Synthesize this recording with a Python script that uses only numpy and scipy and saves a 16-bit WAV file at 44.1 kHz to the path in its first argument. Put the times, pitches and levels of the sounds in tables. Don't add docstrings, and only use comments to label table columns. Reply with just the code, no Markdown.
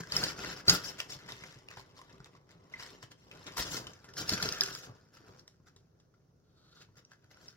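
import sys
import numpy as np
from scipy import signal
from scipy.fft import rfft, irfft
from scipy.io import wavfile

SR = 44100
rng = np.random.default_rng(int(sys.argv[2]) if len(sys.argv) > 2 else 0)


def generate_wav(signal):
    frames = np.transpose(np.atleast_2d(signal))
    scaled = np.clip(frames, -1, 1) * 32767
    pcm = np.round(scaled).astype(np.int16)
    wavfile.write(sys.argv[1], SR, pcm)


N = 333396
TIME = np.arange(N) / SR
PORT_LAG = 3.92
TYPICAL_RUB_DB = -43

# time_s, lift (0 in the box .. 1 held aloft)
PAPER_LIFT = [(0, 0.49), (.75, 0.32), (1.1, 0.9), (3.45, 0.96), (3.6, 0.93), (4.1, 0.012), (7.56, 0.084)]
# frequency_hz, level_db
BOX_COLOUR = [(21, -36), (35, -6), (85, -1.5), (130, -3.5), (239, -6), (300, -3.5), (390, -1), (510, -5),
              (854, -15), (1170, -9.5), (1560, -28.5), (2640, -120)]
# frequency_hz, level_db
ALOFT_COLOUR = [(290, -34.5), (500, 3.5), (843, -6.5), (1080, 3), (1300, -3), (2070, 1), (2430, -7),
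                (2850, -4.5), (4800, -5.5), (5380, -1), (5950, -6.5), (7300, -10), (8700, -19),
                (10800, -18), (16000, -24.5)]


def undb(db):
    return 10 ** (np.asarray(db) / 20)


def unit(x):
    return x / np.sqrt(np.mean(x ** 2) + 1e-20)


def band(x, hz, kind, order=2):
    sections = signal.butter(order, min(hz, .45 * SR), kind, fs=SR, output="sos")
    return signal.sosfilt(sections, x)


def convolve(x, response):
    return signal.oaconvolve(np.atleast_2d(x), np.atleast_2d(response), axes=-1)[:, :x.shape[-1]]


def colour(x, points, size=4096):
    hz, db = np.transpose(points)
    outline = np.interp(np.log(np.fft.rfftfreq(size, 1 / SR) + 1), np.log(hz), db)
    cepstrum = irfft(np.log(undb(outline)))
    cepstrum[1:size // 2] *= 2
    cepstrum[size // 2 + 1:] = 0
    response = irfft(np.exp(rfft(cepstrum)))
    return convolve(x, response / np.linalg.norm(response))


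def fade(t, t60):
    return np.exp(-np.log(1000) * t / max(t60, 1e-4))


def walk(rate):
    steps = rng.standard_normal(2048)
    return np.interp(TIME * rate, np.arange(len(steps)), steps)


def slips(n, rate, spread_db):
    size_db = spread_db * np.minimum(rng.exponential(size=n), 4)
    struck = rng.random(n) < rate / SR
    return unit(struck * rng.choice([-1, 1], n) * undb(size_db))


def ports(x, lag, size=32):
    taps = np.arange(size) - size // 4
    return convolve(x, np.sinc([taps, taps - lag]))


def add(out, s, sound):
    i = max(int(s * SR), 0)
    out[:, i:i + sound.shape[1]] += sound[:, :N - i]


def radiate(x, aloft_lag=2.15, aloft_db=-3.0):
    # frequency_hz, level_db
    box_paper_colour = [(290, -29.5), (500, -7), (795, -11), (868, -28.5), (1180, -4.5), (1400, 2),
                        (1600, -0.5), (1900, -7.5), (2260, -11.5), (3060, -11.5), (3650, -14), (5160, -6),
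                        (7000, -11), (8700, -29.5), (10400, -20), (16000, -25)]
    lift = np.clip(np.interp(TIME, *np.transpose(PAPER_LIFT)), 0, 1)
    boxed = colour(ports(x, lag=0), box_paper_colour)
    free = colour(ports(x, aloft_lag), ALOFT_COLOUR) * undb(aloft_db)
    return np.sqrt(1 - lift) * boxed + np.sqrt(lift) * free


def sheet(rate, spread_db, patchy_db, facet_t60, facet_db, lag_spread, size=1024):
    out, contact, t = np.zeros((2, N)), slips(N + size, rate, spread_db), TIME[:size]
    grip = np.sin(np.pi * np.arange(size) / size)
    for i in range(0, N, size // 2):
        force, place = rng.uniform(-1, 1, 2)
        facets = rng.standard_normal(size) * fade(t, facet_t60)
        facets *= undb(facet_db) / np.linalg.norm(facets)
        facets[0] += 1
        patch = contact[None, i:i + size] * grip * undb(patchy_db * force)
        response = ports(facets, PORT_LAG + lag_spread * place)
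        add(out, i / SR, signal.fftconvolve(patch, response, axes=-1))
    return unit(radiate(out))


def room_tone(level_db=-67.5, waver_db=1.0, apart_hz=600):
    # frequency_hz, level_db
    air_colour = [(25, -10.5), (53, -7), (125, 5.5), (212, -7), (480, -11.5), (911, -26.5), (1440, -28.5),
                  (2610, -47.5), (6210, -34.5), (7710, -53.5), (16000, -44.5)]
    mid, side = rng.standard_normal((2, N))
    side = band(side, apart_hz, "high", order=1)
    air = unit(colour(np.array([mid + side, mid - side]), air_colour))
    hum = band(air, 250, "low", order=1)
    return undb(level_db) * (air + hum * (undb(waver_db * walk(9)) - 1))


def handling(slide_treble_db=-6, slide_drum_db=-1.5, typical_drum_db=-54.5, drum_follow=0.73):
    # time_s, rubbing_db, drumming_db
    sliding = [(0.0, -63.5, -68), (0.2, -52, -46), (0.33, -64, -57.5), (0.47, -64.5, -50.5),
               (0.64, -80, -54), (0.72, -50, -54.5), (0.8, -51, -53.5), (1.05, -64, -59.5),
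               (1.502, -55, -61), (1.64, -71.5, -66), (2.15, -67.5, -63), (2.421, -81, -68),
               (2.69, -71, -67), (2.82, -54, -58), (3.17, -79.5, -65.5), (3.53, -54.5, -58.5),
               (3.78, -55.5, -48.5), (4.0, -68.5, -68.5), (4.14, -70, -60.5), (4.22, -56, -55),
               (4.36, -43.5, -51.5), (4.65, -45, -54.5), (4.92, -70.5, -58.5), (5.1, -77.5, -77),
               (5.301, -65.5, -58), (5.471, -83.5, -76), (6.45, -90, -81), (6.74, -77.5, -69.5),
               (6.92, -83, -73.5), (7.28, -83, -78.5), (7.35, -68, -69), (7.56, -73, -78)]
    # start_s, hold_s, rubbing_db, treble_share_db
    strokes = [(0.0, 0.001, -30, -4.5), (0.122, 0.18, -40, -3.5), (0.374, 0.097, -47.5, -6),
               (0.428, 0.1, -43.5, -6), (0.564, 0.037, -50.5, -6.5), (0.682, 0.077, -35.5, -2),
               (0.838, 0.059, -43, 0), (0.993, 0.01, -42, -1.5), (1.103, 0.037, -46, 5),
               (1.289, 0.033, -47, -6.5), (1.705, 0.033, -54.5, -13), (1.771, 0.033, -54, -4.5),
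               (1.972, 0.021, -59, -4), (2.085, 0.031, -64, -9), (2.258, 0.0069, -60.5, -18),
               (2.339, 0.026, -64, -17), (2.497, 0.043, -65.5, -7.5), (2.724, 0.029, -58, -9),
               (2.794, 0.04, -51, -3), (2.87, 0.084, -60.5, -3), (3.03, 0.0052, -47, -4),
               (3.116, 0.0029, -52, -0.5), (3.185, 0.18, -69, -1.5), (3.32, 0.17, -61.5, -8.5),
               (3.468, 0.012, -42.5, -8.5), (3.58, 0.044, -35.5, -1.5), (3.654, 0.036, -42, -3),
               (3.717, 0.061, -41.5, 7), (4.089, 0.0074, -57.5, -9), (4.18, 0.038, -38.5, -0.5),
               (4.287, 0.059, -38, -0.5), (4.429, 0.034, -39.5, -2.5), (4.669, 0.12, -50.5, 0),
               (4.828, 0.026, -52.5, -2), (5.138, 0.037, -65.5, -3.5), (5.386, 0.011, -66, 2),
               (5.671, 0.01, -64, -6), (6.751, 0.059, -69, -3.5), (6.811, 0.014, -60, -6),
               (6.969, 0.023, -63, -6.5), (7.114, 0.022, -65.5, -7), (7.233, 0.015, -70, -16.5),
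               (7.312, 0.0083, -58.5, -5), (7.415, 0.088, -65, -1.5)]
    swell_db_per_s, sag_db_per_s, release_db_per_s = 643.5, 9.5, 381.5
    typical_hold_s, abruptness = 0.38, 0.23

    s, slide_db, drum_db = np.transpose(sliding)
    rub = undb(np.interp(TIME, s, slide_db)) ** 2
    drum = undb(np.interp(TIME, s, drum_db) + slide_drum_db) ** 2
    treble = rub * undb(slide_treble_db) ** 2
    for start, hold, db, treble_db in strokes:
        age = TIME - start
        haste = (typical_hold_s / hold) ** abruptness
        swell_db = swell_db_per_s * np.maximum(-age, 0)
        release_db = release_db_per_s * np.maximum(age - hold, 0)
        stroke_db = db - sag_db_per_s * np.maximum(age, 0) - haste * (swell_db + release_db)
        heard = stroke_db > -110
        stroke_db = stroke_db[heard]
        rub[heard] += undb(stroke_db) ** 2
        treble[heard] += undb(stroke_db + treble_db) ** 2
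        stroke_drum_db = typical_drum_db + drum_follow * (stroke_db - TYPICAL_RUB_DB)
        drum[heard] += undb(stroke_drum_db) ** 2
    return 10 * np.log10([rub, treble / rub, drum])


def rubbing(level_db, treble_db, split_hz=3300, dull_db=-3, bright_db=-4):
    grains = sheet(rate=4500, spread_db=2.5, patchy_db=0.8, facet_t60=0.014, facet_db=1.5, lag_spread=6.7)
    dull = undb(dull_db) * unit(band(grains, split_hz, "low", order=4))
    bright = undb(bright_db) * unit(band(grains, split_hz, "high", order=4))
    share = np.clip(undb(treble_db) ** 2, 0, .92)
    return undb(level_db) * (np.sqrt(1 - share) * dull + np.sqrt(share) * bright)


def ticks(level_db, tick_db=-6.0, limit_db=-56):
    pops = sheet(rate=110, spread_db=2.5, patchy_db=2, facet_t60=.006, facet_db=-2, lag_spread=2.5)
    return pops * undb(np.minimum(level_db + tick_db, limit_db))


def drumming(level_db, gain_db=0.5, apart_hz=650, lurch_db=2.5, lurch_rate=16):
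    mid, side = slips(N, rate=990, spread_db=3.5), slips(N, rate=1900, spread_db=-2.0)
    side = .5 * band(side, apart_hz, "high", order=1)
    beats = unit(colour(ports(np.array([mid + side, mid - side]), lag=12.0), BOX_COLOUR))
    return beats * undb(level_db + gain_db + lurch_db * walk(lurch_rate))


def knocks(gain_db=-7, ring_t60=0.076, push_t60=0.042):
    # start_s, level_db, wall_pitch_hz
    wall_knocks = [(0.004, -32.5, 167), (1.16, -38.5, 152), (1.258, -43, 200), (1.325, -42, 115),
                   (1.42, -47.5, 148), (1.559, -38.5, 125), (1.773, -39, 100), (2.137, -42.5, 238),
                   (2.201, -39, 140), (2.55, -46.5, 161), (2.982, -46, 388), (3.034, -41, 118),
                   (3.46, -43, 285), (4.165, -45, 144), (4.319, -27, 84), (4.455, -25.5, 408),
                   (4.616, -34.5, 379), (4.895, -36.5, 116), (5.205, -47.5, 318), (5.6, -50.5, 146.3),
                   (5.76, -46.5, 100), (6.886, -50, 97)]
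    pushes, rings, t = np.zeros((1, N)), np.zeros((1, N)), TIME[None, :SR // 8]
    for s, db, hz in wall_knocks:
        push = .5 * rng.standard_normal(t.shape) * fade(t, push_t60)
        ring = np.sin(2 * np.pi * hz * t) * fade(t, ring_t60) * (1 - fade(t, 0.004))
        add(pushes, s, undb(db) * push)
        add(rings, s, undb(db) * ring)
    return undb(gain_db) * ports(colour(pushes, BOX_COLOUR) + rings, PORT_LAG)


def snap_crack(age, db, treble, length):
    t, flipped, lead = np.maximum(age, 0), age >= 0, SR // 50
    running = fade(t, length) + undb(1) * fade(t, 0.0028)
    creak = undb(-19) * fade(np.abs(age), 0.028)
    run = np.where(flipped, running * (1 - fade(t, 0.00028)), creak)
    crack = slips(len(t), rate=3500, spread_db=1.5) * run
    crack *= undb(6.0) / np.linalg.norm(crack)
    tears = crack[lead:].copy()
    crack[lead] += 1
    crack += undb(-30) * slips(len(t), rate=1900, spread_db=0.5) * fade(t, 0.24) * flipped
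    top_hz = 14000 * 2 ** ((db - TYPICAL_RUB_DB) / 22)
    crack = band(colour(crack, ALOFT_COLOUR)[0], top_hz, "low")
    dull, bright = unit(band(crack, 3300, "low")), unit(band(crack, 3300, "high", order=3))
    return np.sqrt(1 - treble) * dull + np.sqrt(treble) * undb(-2) * bright, tears


def snap_ring(t, hz, ringing, tears, ring_cycles=19, free_cycles=55, twin_spread=0.04):
    twins_hz = hz * (1 + twin_spread * np.sqrt(1 - ringing) * rng.standard_normal((2, 1)))
    modes = np.sin(2 * np.pi * hz * t) + undb(-6) * np.sin(2 * np.pi * twins_hz * t).sum(0)
    cycles = ring_cycles + free_cycles * ringing ** 4
    ring = unit(modes * fade(t, cycles / hz) * (1 - fade(t, 7 / hz)))
    shaken = unit(signal.fftconvolve(ring, tears)[:len(t)])
    return unit(ring + undb(-5) * shaken)


def snaps(boxed_lag=3.38, aloft_lag=4.4, crack_treble=0.4, treble_per_octave=0.22):
    # flip_s, level_db, facet_pitch_hz, ringing_share (0-1), run_t60_s
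    creases = [(0.0352, -43, 1620, 0.77, .02), (0.121, -30, 4740, 0.74, 0.016),
               (0.166, -22.5, 5280, 0.73, 0.029), (0.23, -33, 1570, 0.8, 0.059),
               (0.238, -25.5, 4900, 0.55, 0.03), (0.284, -38.5, 4650, 0.7, 0.034),
               (0.6816, -18.5, 4440, 0.97, 0.041), (0.6957, -12.5, 4980, 0.72, 0.033),
               (0.698, -20.5, 6560, 0.44, 0.063), (1.0018, -31, 2660, 0.46, 0.026),
               (1.235, -63, 6050, .1, .012), (1.2901, -43.5, 1140, 0.24, .025),
               (1.307, -53, 3200, .3, 0.017), (1.3208, -40.5, 3660, 0.45, 0.018),
               (1.3915, -61, 6000, 0.7, 0.025), (1.4228, -54, 2110, 0.7, 0.017),
               (1.437, -44.5, 2140, 0.56, 0.027), (1.465, -57, 5300, 0.2, .02),
               (1.509, -57, 3400, 0.4, .02), (1.543, -55, 4200, 0.25, .02), (1.686, -46, 2700, 0.75, 0.011),
               (1.7127, -51, 1840, 0.54, .025), (1.7714, -44.5, 926, 0.44, 0.058),
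               (1.795, -50, 1040, 0.8, .03), (1.9911, -49.5, 1056, 0.9, 0.042),
               (2.015, -47.5, 1080, 0.6, .03), (2.127, -61, 4970, 0.14, 0.021),
               (2.203, -54.5, 1500, 0.6, 0.012), (2.2443, -51, 3580, 0.3, .012),
               (2.35, -54.5, 1090, 0.84, 0.063), (2.502, -69, 3000, 0, .03),
               (2.738, -38.5, 2040, 0.99, .04), (2.8331, -46.5, 5130, 0.58, .05),
               (3.027, -51, 5070, 0.1, 0.094), (3.122, -60, 3140, 1, 0.059),
               (3.3135, -48, 2710, 0.78, 0.035), (3.337, -67, 2400, 0.5, .025),
               (3.4663, -50, 3680, 0.4, 0.025), (3.768, -34, 5300, 0, 0.065),
               (3.869, -41.5, 3030, 0.53, .04), (3.935, -56, 6100, 0.6, .025),
               (4.0432, -49.5, 1510, 0.04, 0.09), (4.137, -49.5, 5060, 0, 0.026),
               (4.198, -42, 5200, 0.7, .012), (4.293, -25.5, 5330, 0.46, 0.01),
               (4.335, -29, 4400, 0.64, 0.031), (4.377, -41, 2380, 0.4, .03),
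               (4.4005, -36.5, 1510, 0.6, 0.02), (4.4257, -25.5, 4430, 0.37, 0.036),
               (4.4574, -35, 4200, 0.6, 0.02), (4.489, -31.5, 5130, 0.74, .04),
               (4.524, -34, 5930, 0.4, 0.022), (4.609, -22, 5200, 0.75, 0.045),
               (4.6174, -33, 1693, 0.9, .03), (4.6354, -31, 6670, 0.15, .012),
               (4.66, -39, 5280, 0.6, 0.023), (4.75, -36.5, 5060, 0.37, .025),
               (5.1697, -55.5, 1350, 0.44, 0.033), (5.394, -56.5, 5460, 0.4, 0.045),
               (5.478, -50, 4740, 0, 0.019), (5.668, -69, 1500, 0.22, 0.096),
               (5.763, -55.5, 3930, 0.27, 0.055), (6.0, -65, 4270, 0.03, 0.066),
               (6.14, -66.5, 1365, 0.6, .06), (6.8213, -56, 4146, 0.32, 0.035),
               (7.0497, -58.5, 5750, 0.8, .004), (7.117, -53, 1570, 0.64, 0.026),
               (7.3445, -65, 5400, 0.8, .02), (7.372, -58, 1490, 0.5, .025),
               (7.4825, -49, 5400, 0.9, 0.024)]
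    out, lead = np.zeros((2, N)), SR // 50
    age = TIME[:SR // 9] - lead / SR
    t = np.maximum(age, 0)
    burst = np.sqrt(.004 * SR / len(t))
    for s, db, hz, ringing, length in creases:
        treble = crack_treble + treble_per_octave * np.log2(hz / 1000)
        treble, ringing = np.clip([treble, ringing], 0, 1)
        crack, tears = snap_crack(age, db, treble, length)
        ring = snap_ring(t, hz, ringing, tears)
        snap = np.sqrt(1 - ringing) * crack + np.sqrt(ringing) * ring
        lift = np.interp(s, *np.transpose(PAPER_LIFT))
        add(out, s - lead / SR, ports(undb(db) * burst * snap, boxed_lag + aloft_lag * lift))
    return out


def crunches(crunch_db=-19, thump_db=-1, rise_s=0.0064):
    # start_s, crease_level_db, box_thump_db, length_s
    folds = [(0.153, -23.5, -41, 0.053), (0.23, -18, -33, 0.014), (0.675, -14.5, -28, 0.034),
             (0.72, -17.5, -30, 0.032), (3.565, -16, -51, 0.032), (3.589, -20.5, -41.5, 0.019),
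             (3.702, -29.5, -56, 0.075), (4.316, -23, -29.5, 0.022), (4.407, -36, -46, 0.11)]
    # frequency_hz, level_db
    thump_colour = [(18, -31.5), (65, -4), (125, -11.5), (165, -0.5), (257, -13.5), (394, -7.5), (474, -15),
                    (687, -17), (900, -24), (1980, -120)]
    avalanche, shove = np.zeros((2, 1, N))
    t = TIME[None, :SR // 3]
    for s, db, box_db, length in folds:
        swell = (1 - np.exp(-t / rise_s)) * np.exp(-(t / max(length, rise_s)) ** 2)
        add(avalanche, s, undb(db + crunch_db) * swell)
        add(shove, s, undb(box_db + thump_db) * swell)
    creases = sheet(rate=2200, spread_db=2.5, patchy_db=2, facet_t60=.008, facet_db=-3, lag_spread=1.5)
    thumps = unit(colour(ports(rng.standard_normal(N), PORT_LAG), thump_colour))
    return avalanche * creases + shove * thumps


def crisp(x, top_db, top_hz=9000):
    return x + undb(top_db) * band(x, top_hz, "high")


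def draught(drop_s=3.585, level_db=-41, rise_s=0.0033, t60=0.34, top_hz=70):
    age = np.maximum(TIME - drop_s, 0)
    air = unit(band(rng.standard_normal(N), top_hz, "low", order=3))
    return undb(level_db) * air * (1 - np.exp(-age / rise_s)) * fade(age, t60)


def scrape(gain_db=-2, rate=1800, spread_db=-0.5, lag=3.7, catch_db=4, catch_rate=55):
    # time_s, level_db
    scrape_levels = [(6.44, -87), (6.55, -78.5), (6.65, -71.5), (6.7, -77), (6.76, -66.5), (6.83, -64),
                     (6.87, -88)]
    # frequency_hz, level_db
    scrape_colour = [(700, -29), (1350, 10), (1900, -13.5), (2650, -10), (3300, -1), (4400, 4.5),
                     (5200, -9), (6800, -9), (8700, -21), (16000, -29)]
    s, db = np.transpose(scrape_levels)
    grains = unit(colour(ports(slips(N, rate, spread_db), lag), scrape_colour))
    level_db = np.interp(TIME, s, db) + gain_db + catch_db * walk(catch_rate)
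    return grains * undb(level_db) * (TIME > s[0]) * (TIME < s[-1])


def room(x, wet_db=-10, early_db=-9, early_t60=0.019, t60_low=0.25, t60_high=0.15, split_hz=2500, shared_hz=450):
    t = TIME[:SR // 2]
    near, far = rng.standard_normal((2, 2, len(t)))
    early = near * fade(t, early_t60) * (t > .001)
    low_tail = band(far, split_hz, "low") * fade(t, t60_low)
    high_tail = band(far, split_hz, "high") * fade(t, t60_high)
    tail = (low_tail - high_tail) * (t > .007)
    early *= undb(early_db) / np.linalg.norm(early[0])
    tail *= undb(wet_db) / np.linalg.norm(tail[0])
    left, right = early + tail
    response = np.array([left, right + band(left - right, shared_hz, "low", order=1)])
    return x + convolve(x[0], response)


def room_mode(x, hz=161, q=9, gain=0.54):
    return x + gain * signal.lfilter(*signal.iirpeak(hz, q, fs=SR), x)


def scene(left_db=0.5, snap_room_share=0.72):
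    level_db, treble_db, drum_db = handling()
    paper = rubbing(level_db, treble_db) + ticks(level_db) + crisp(crunches(), top_db=8.0)
    cardboard = drumming(drum_db) + knocks() + scrape()
    cracks = snaps()
    heard = room(paper + cardboard + snap_room_share * cracks) + (1 - snap_room_share) * cracks
    heard = heard * undb([[left_db / 2], [-left_db / 2]])
    return room_mode(heard + draught() + room_tone())


def record(dry, port_hz=5300, port_q=0.5, port_gain=0.45,
           whistle_hz=5420, whistle_q=18, whistle_gain=0.29, low_cut_hz=34, top_hz=16200):
    heard = dry + port_gain * signal.lfilter(*signal.iirpeak(port_hz, port_q, fs=SR), dry)
    heard = heard + whistle_gain * signal.lfilter(*signal.iirpeak(whistle_hz, whistle_q, fs=SR), heard)
    rounded = .85 * np.tanh(band(heard, low_cut_hz, "high") / .85)
    return signal.sosfilt(signal.ellip(10, .2, 80, top_hz, fs=SR, output="sos"), rounded)


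dry = scene()
out = record(dry)
generate_wav(out)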